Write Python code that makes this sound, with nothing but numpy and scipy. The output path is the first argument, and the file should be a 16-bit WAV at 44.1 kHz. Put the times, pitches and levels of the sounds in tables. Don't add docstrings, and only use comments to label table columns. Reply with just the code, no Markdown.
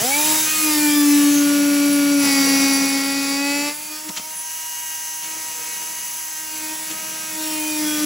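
import sys
import numpy as np
from scipy import signal
from scipy.fft import rfft, irfft, next_fast_len
from scipy.io import wavfile

SR = 44100
rng = np.random.default_rng(int(sys.argv[2]) if len(sys.argv) > 2 else 0)


def master_out(mix):
    frames = np.transpose(np.atleast_2d(mix))
    ceiling = np.clip(frames, -1, 1)
    pcm = np.round(ceiling * 32767).astype(np.int16)
    wavfile.write(sys.argv[1], SR, pcm)


N = 355049
T = np.arange(N) / SR
FFT_SIZE = next_fast_len(N + 4096, True)
FREQS = np.arange(FFT_SIZE // 2 + 1) * SR / FFT_SIZE
MAINS_HZ = 60
MAINS_RIPPLE = np.sin(2 * np.pi * 2 * MAINS_HZ * T)
SIDES = np.array([[1], [-1]])


# t/s, motor load/0-1
LOAD = [(0, .09), (.59, 0.23), (.69, .49), (.99, .635), (2.11, 0.72), (2.28, 0.95), (2.87, 0.94),
        (3.27, 0.86), (3.61, 0.6), (3.74, 0.27), (4.0, .23), (4.34, 0.06), (5.2, .1), (6.05, 0.05),
        (6.57, 0.22), (6.99, 0.06), (7.22, 0.15), (8.05, 0.46)]
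def motor(start_hz=194.16, no_load_hz=321.46, sag_hz=49.89, inertia_s=.1):
    load = np.clip(np.interp(T, *np.transpose(LOAD)), .01, 1)
    target_hz = no_load_hz - sag_hz * load
    pole = np.exp(-1 / (inertia_s * SR))
    hz = start_hz + signal.lfilter([1 - pole], [1, -pole], target_hz - start_hz)
    wobble = 1 + 0.001163 * wander(25) + 0.0014 * MAINS_RIPPLE
    return load, hz, np.cumsum(hz * wobble) / SR


# t/s, fade/s, contact, blade engaged/0-1, friction/dB, knock/dB, rock/dB, thrum/dB, drift/(dB per s)
MOVES = [(0, .02, "biting", 0.81, 1, -2, 2, 8.5, 15.5), (.41, 0.21, "biting", 0.86, 0, 1, -6, -6, 11.5),
         (.66, 0.088, "biting", 0.87, 2, 1, 0, 2.5, -2), (.97, 0.23, "biting", 1, -1.5, -1, 2, -3.5, 3.5),
         (1.3, 0.36, "buried", 1, -0.2, 1, 1.5, 0, -2), (2.21, 0.065, "wedged", 0.98, 2, 0.5, 1.5, 0, 0),
         (2.88, 0.48, "wedged", 0.98, -4.5, -1, -4, -3, 1.5),
         (3.38, 0.19, "wedged", 1, -6, -1.5, -1.5, 2, 1.5),
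         (3.72, 0.06, "biting", 0.78, -8, -13, -15, -7.5, -4.5),
         (4.33, 0.29, "free", 0, -0.5, 0.5, 4.5, 1.5, 0.5),
         (5.25, 0.055, "wedged", 0.19, -0.5, -1.5, 7.5, -0.5, -0.5),
         (6.05, 0.32, "free", 0, 2, 0.5, 6, -0.5, -8), (6.45, 0.31, "biting", 0.57, -4, -6.5, -2, -2, 0.5),
         (6.87, 0.082, "buried", 0.47, -2, -2, 2, -1, -1.5),
         (7.35, 0.17, "biting", 1, -6, -5.5, -6.5, -2, 3), (7.95, 0.39, "buried", 0.86, 0, 2, 4, -2, 10)]
# t/s, half-width/s, knock/dB, rock/dB
CATCHES = [(3.95, 0.033, 4, 10), (4.08, .02, -2, 14), (5.373, 0.013, -2, 6), (6.629, 0.049, 2.5, 1),
           (6.913, 0.014, 1.5, 19)]
def hand(stutter_db=3, stutter_hz=22):
    times, state = T[::64], None
    for t, fade_s, contact, engaged, friction_db, knock_db, rock_db, thrum_db, drift_rate in MOVES:
        drift = drift_rate * (times - t)
        blend = [engaged * (name == contact) + (1 - engaged) * (name == "free") for name in CONTACTS]
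        rides = friction_db + drift, knock_db, rock_db + drift, thrum_db
        target = np.array(np.broadcast_arrays(*blend, *rides))
        crossfade = np.clip((times - t) / fade_s + .5, 0, 1)
        state = target if state is None else state + (target - state) * crossfade
    *blend, friction, knock, rock, thrum = (np.interp(T, times, row) for row in state)
    for t, half_width_s, knock_db, rock_db in CATCHES:
        jolt = swell(t, half_width_s)
        knock, rock = knock + knock_db * jolt, rock + rock_db * jolt
    blend = np.clip(blend, 0, 1)
    free = blend[0]
    stutter = stutter_db * 2 * np.sqrt(free * (1 - free)) * wander(stutter_hz)
    return blend, friction, knock, rock + stutter, thrum + stutter / 2


# f/Hz, level/dB
BUZZ_EQ = ([(1270, -11.5), (1590, -3.5), (1900, -0.5), (2220, -8.5), (2540, -7), (2860, 3), (3490, -14.5),
           (4120, -8), (4760, -6.5), (5710, 0.5), (6340, 6), (6980, -14), (7610, -2), (12690, -1)],
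           [(1220, -4), (1530, -3.5), (1840, -3.5), (2140, -5), (2450, 3.5), (2750, -7.5), (3370, -3),
           (3980, -7), (4590, -3.5), (5510, -1), (6120, -2), (6730, -12.5), (7650, -3), (12240, -15)],
           [(1150, -0.5), (1440, 6), (1730, -3), (2020, -10), (2300, 3.5), (2590, 0), (3170, -3.5),
           (3750, -6), (4320, -3), (4900, -8), (5760, 2.5), (6630, -16.5), (7200, -7.5), (11520, -3)],
           [(1110, 0.5), (1380, 0.5), (1660, -6), (1940, 5.5), (2490, 5.5), (2770, -1), (3050, -5.5),
           (3880, -3), (4710, 0), (5260, -3), (5810, -13), (6370, -6.5), (7200, -1), (11070, -7)])
# half-speed rattle level/dB, harmonic flutter/dB
LOOSENESS = [(-5.5, 2), (-15, 9), (-5.5, 1.5), (-9, 2.5)]
def stroke_buzz(strokes, stroke_hz, contact_blend, flutter_hz=12, full_rattle_hz=5000):
    times, hz, blend = T[::256], stroke_hz[::256], contact_blend[:, ::256]
    rattle_db, flutter_db = np.transpose(LOOSENESS)
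    stack, power, knock_phase = 0, 0, 0
    for order in np.arange(4, 44, .5):
        colour = sum(share * eq(curve, order * hz) ** 2 for share, curve in zip(blend, BUZZ_EQ))
        grip = np.minimum(wander(flutter_hz, times), 1)
        gain = np.sqrt(colour + 1e-12) * undb(flutter_db @ blend * grip)
        if order % 1:
            gain *= (undb(rattle_db) @ blend) * np.minimum(order * hz / full_rattle_hz, 1)
            phase = rng.uniform(0, 2 * np.pi)
        else:
            knock_phase += np.pi / 2 * rng.standard_normal()
            phase = knock_phase
        stack += np.interp(T, times, gain) * np.cos(2 * np.pi * order * strokes + phase)
        if order < 26:
            power += gain ** 2 / 2
    throb = 1 + 0.055 * MAINS_RIPPLE
    roughness = undb(0.28 * wander(330))
    return stack / np.sqrt(np.interp(T, times, power)) * throb * roughness


def block_hum(strokes, hz, levels_db, flutter_db=0.46):
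    hum = 0
    for order, db in enumerate(levels_db, 1):
        gain = np.sqrt(2) * undb(db + order * flutter_db * wander(60)) * bench_gain(order * hz)
        hum += gain * np.sin(2 * np.pi * (order * strokes + rng.random()))
    return hum * (1 + 0.032 * MAINS_RIPPLE)


# t/s, half-width/s, f/Hz, bandwidth/Hz, level/dB
SQUEALS = [(0.13, 0.018, 2320, 270, -22.5), (0.26, 0.099, 3800, 220, -32), (0.44, 0.12, 6000, 160, -30.5),
           (0.534, 0.066, 2830, 530, -32.5), (.52, .06, 6320, 300, -27), (1.35, 0.065, 6500, 600, -26.5),
           (2.53, 0.38, 2240, 450, -38), (2.6, 0.49, 4640, 270, -32), (2.6, 0.22, 5900, 400, -30),
           (3.34, 0.24, 4620, 170, -34.5), (3.526, 0.064, 1990, 150, -43), (3.52, 0.2, 2555, 190, -33.5),
           (3.56, 0.079, 7220, 350, -38), (4.36, 0.055, 10440, 140, -33.5), (5.807, .55, 6200, 299.1, -48),
           (5.62, 0.22, 477, 23, -53.5), (6.98, 0.061, 1267, 120, -49), (8.2, 0.079, 2380, 120, -45),
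           (7.973, 0.13, 3340, 199.7, -37.5)]
def squeals(buzz, friction_db=-3):
    force = rfft(buzz + undb(friction_db) * rng.standard_normal(N), FFT_SIZE)
    voices = 0
    for t, half_width_s, hz, width_hz, db in SQUEALS:
        ring = irfft(force * resonance(hz, width_hz) ** 2, FFT_SIZE)[:N]
        pinch = swell(t, half_width_s)
        ring_rms = np.sqrt(np.average(ring ** 2, weights=pinch))
        voices += undb(db) * pinch * ring / ring_rms
    return voices * (1 + 0.05 * MAINS_RIPPLE)


# f/Hz, level/dB
RASP_EQ = [
    [(60, -15), (130, -17.5), (400, -33), (850, -10), (1300, -14), (2200, -8), (3800, -12), (5500, -9.5),
     (6250, -1), (6900, -2.5), (7700, 0.5)],
    [(60, -12), (130, -7.5), (200, -4.5), (420, -11.5), (900, -6), (2400, -0.5), (3900, -3), (5000, 0),
     (6300, 0), (7800, 6.5)],
    [(60, -20), (130, -5), (190, 4), (330, -6), (750, -4), (1400, -3), (2400, 1), (3600, -4), (5500, 0),
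     (7000, 1), (7800, 4.5)],
    [(60, -24), (130, -12), (200, -4), (340, -6), (520, -7), (1550, -6.5), (2400, -3.5), (3050, -8.5),
     (4200, -5.5), (4650, -4), (5150, 1), (5800, 1), (6500, -7), (7400, -2)],
]
def tooth_rasp(strokes, blend, low_hz=60, top_hz=8200, body_hz=700):
    low_cut = FREQS ** 3 / (FREQS ** 3 + low_hz ** 3)
    high_cut = 1 / (1 + (FREQS / top_hz) ** 16)
    tone = low_cut * high_cut * bench_gain(FREQS)
    grit = sum(np.sqrt(share) * noise(eq(curve, FREQS) * tone) for share, curve in zip(blend, RASP_EQ))
    body = filtered(grit, 1 / (1 + (FREQS / body_hz) ** 4))
    return body + (grit - body) * stroke_pulse(strokes, depth=0.069, uneven_db=0)


RING_LEVELS = [-22, -22, -11, -9]
def blade_ring(blend, hz=10350, width_hz=65, flicker_db=3):
    ring = noise(resonance(hz, width_hz))
    return ring * (undb(RING_LEVELS) @ blend) * undb(flicker_db * wander(24.45))


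# t/s, half-width/s, scrape level/dB, thump level/dB
KICKS = [(0.021, 0.0084, -44, -30), (2.262, 0.019, -37, -33.5), (2.829, .025, -42, -36),
         (4.093, .004, -28.5, -50), (4.102, 0.0056, -51, -33), (4.175, 0.0093, -24.5, -46),
         (4.201, 0.0062, -34, -42), (5.24, 0.018, -36, -54), (6.912, 0.0076, -30, -46)]
# f/Hz, level/dB
SCRAPE_EQ = [(300, -15), (900, -4), (1500, -3), (2800, 4), (4500, 1), (7500, 5), (9500, -10), (15000, -19)]
THUMP_EQ = [(50, -31), (130, -5), (220, -1), (400, -12), (1000, -9), (3000, -41)]
def blade_kicks(strokes):
    scrape = noise(eq(SCRAPE_EQ, FREQS)) * stroke_pulse(strokes, depth=0.39, uneven_db=0.5)
    thump = noise(eq(THUMP_EQ, FREQS))
    return sum(swell(t, half_width_s) * (undb(scrape_db) * scrape + undb(thump_db) * thump)
               for t, half_width_s, scrape_db, thump_db in KICKS)


# f/Hz, level/dB
HISS_EQ = [(6500, -31), (8200, -4.5), (10000, -2), (11500, -4.5), (13000, -4.5), (15500, -2.5)]
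def fan_hiss(strokes):
    low_cut = FREQS > HISS_EQ[0][0]
    return noise(eq(HISS_EQ, FREQS) * low_cut) * stroke_pulse(strokes, depth=0.066, uneven_db=1.25)


# f/Hz, bandwidth/Hz, level/dB against the sound driving them
BENCH_MODES = [(126.4, 4.2, 8.5), (193.5, 15, 6), (483, 10, 9)]
def bench_gain(hz):
    modes = (undb(db) * resonance(mode_hz, width_hz) for mode_hz, width_hz, db in BENCH_MODES)
    power = 1 + sum(abs(mode) ** 2 for mode in modes)
    return np.interp(hz, FREQS, np.sqrt(power))


# f/Hz, side level/dB against the centre
WIDTH_EQ = [(100, -25), (330, -6.5), (600, -7), (1300, -1), (2100, -35), (7500, -99), (9000, -2.5),
            (15000, -10.5)]
def stereo_width(x, t60_s=0.088):
    tail = rng.standard_normal(N) * np.exp(-np.log(1000) * T / t60_s)
    smear = np.exp(1j * np.angle(rfft(tail, FFT_SIZE)))
    return filtered(x, smear * eq(WIDTH_EQ, FREQS))


def stroke_pulse(strokes, depth, uneven_db):
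    return unit((1 + depth * np.cos(2 * np.pi * strokes)) * undb(uneven_db * wander(400)))


def swell(t, half_width_s):
    return np.exp(-.5 * ((T - t) / half_width_s) ** 2)


def wander(rate_hz, times=T):
    return 1.2 * np.interp(times * rate_hz, np.arange(4096), rng.standard_normal(4096))


def resonance(hz, width_hz):
    return 1j * FREQS * width_hz / (hz ** 2 - FREQS ** 2 + 1j * FREQS * width_hz)


def eq(curve, hz):
    f, db = np.transpose(curve)
    return undb(np.interp(np.log(hz + 1), np.log(f), db))


def filtered(x, gain):
    return irfft(rfft(x, FFT_SIZE) * gain, FFT_SIZE)[..., :N]


def noise(gain):
    return unit(filtered(rng.standard_normal(N), gain))


def undb(db):
    return 10 ** (np.asarray(db) / 20)


def unit(x):
    return x / np.sqrt(np.mean(x ** 2))


CONTACTS = {"free": (-35, -35, -31, -39.5, -62.5, -44.5),
            "biting": (-25.5, -25.5, -20.5, -11.5, -40.5, -37),
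            "buried": (-30, -27, -26, -13.5, -32.5, -47),
            "wedged": (-26.5, -24.5, -25.5, -19.5, -37, -35.5)}
def scene(feed_wobble_db=0.84, rock_exponent=1.18):
    load, hz, strokes = motor()
    blend, friction_db, knock_db, rock_db, thrum_db = hand()
    base_mix = np.transpose(list(CONTACTS.values())) @ blend
    buzz_db, rasp_db, air_db, first_db, second_db, third_db = base_mix
    load_db = rock_exponent * 20 * np.log10(load)
    hum_db = first_db + rock_db + load_db, second_db + thrum_db, third_db + thrum_db
    buzz = stroke_buzz(strokes, hz, blend)
    hum = block_hum(strokes, hz, hum_db)
    buzz_gain = undb(buzz_db + knock_db + feed_wobble_db * wander(16))
    tones = hum + buzz_gain * buzz + squeals(buzz)
    rasp = undb(rasp_db) * tooth_rasp(strokes, blend)
    air = undb(air_db) * (fan_hiss(strokes) + blade_ring(blend))
    friction = undb(friction_db) * (rasp + air) + blade_kicks(strokes)
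    return tones + friction + SIDES * stereo_width(friction)


# f/Hz, level/dB
BALANCE = [(60, 1), (250, 2.2), (400, 1.8), (700, -.5), (1300, .5), (2400, 0)]
# f/Hz, phase/rad
PORT_PHASE = [(300, 0), (600, -.4), (900, 0), (8000, 0), (8300, 2.9), (9500, 4.1), (10600, 6.1),
              (11900, 6.4), (12800, 9.1), (14100, 9.7), (15100, 12.3)]
def record(dry, top_hz=15750, fade_s=.005):
    phase_shift = np.exp(.5j * SIDES * np.interp(FREQS, *np.transpose(PORT_PHASE)))
    ports = filtered(dry, eq(BALANCE, FREQS) ** (SIDES / 2) * phase_shift)
    fade_out = np.minimum((T[-1] - T) / fade_s, 1)
    high_cut = signal.ellip(12, .1, 80, top_hz, fs=SR, output="sos")
    return signal.sosfilt(high_cut, ports * fade_out)


dry = scene()
out = record(dry)
master_out(out)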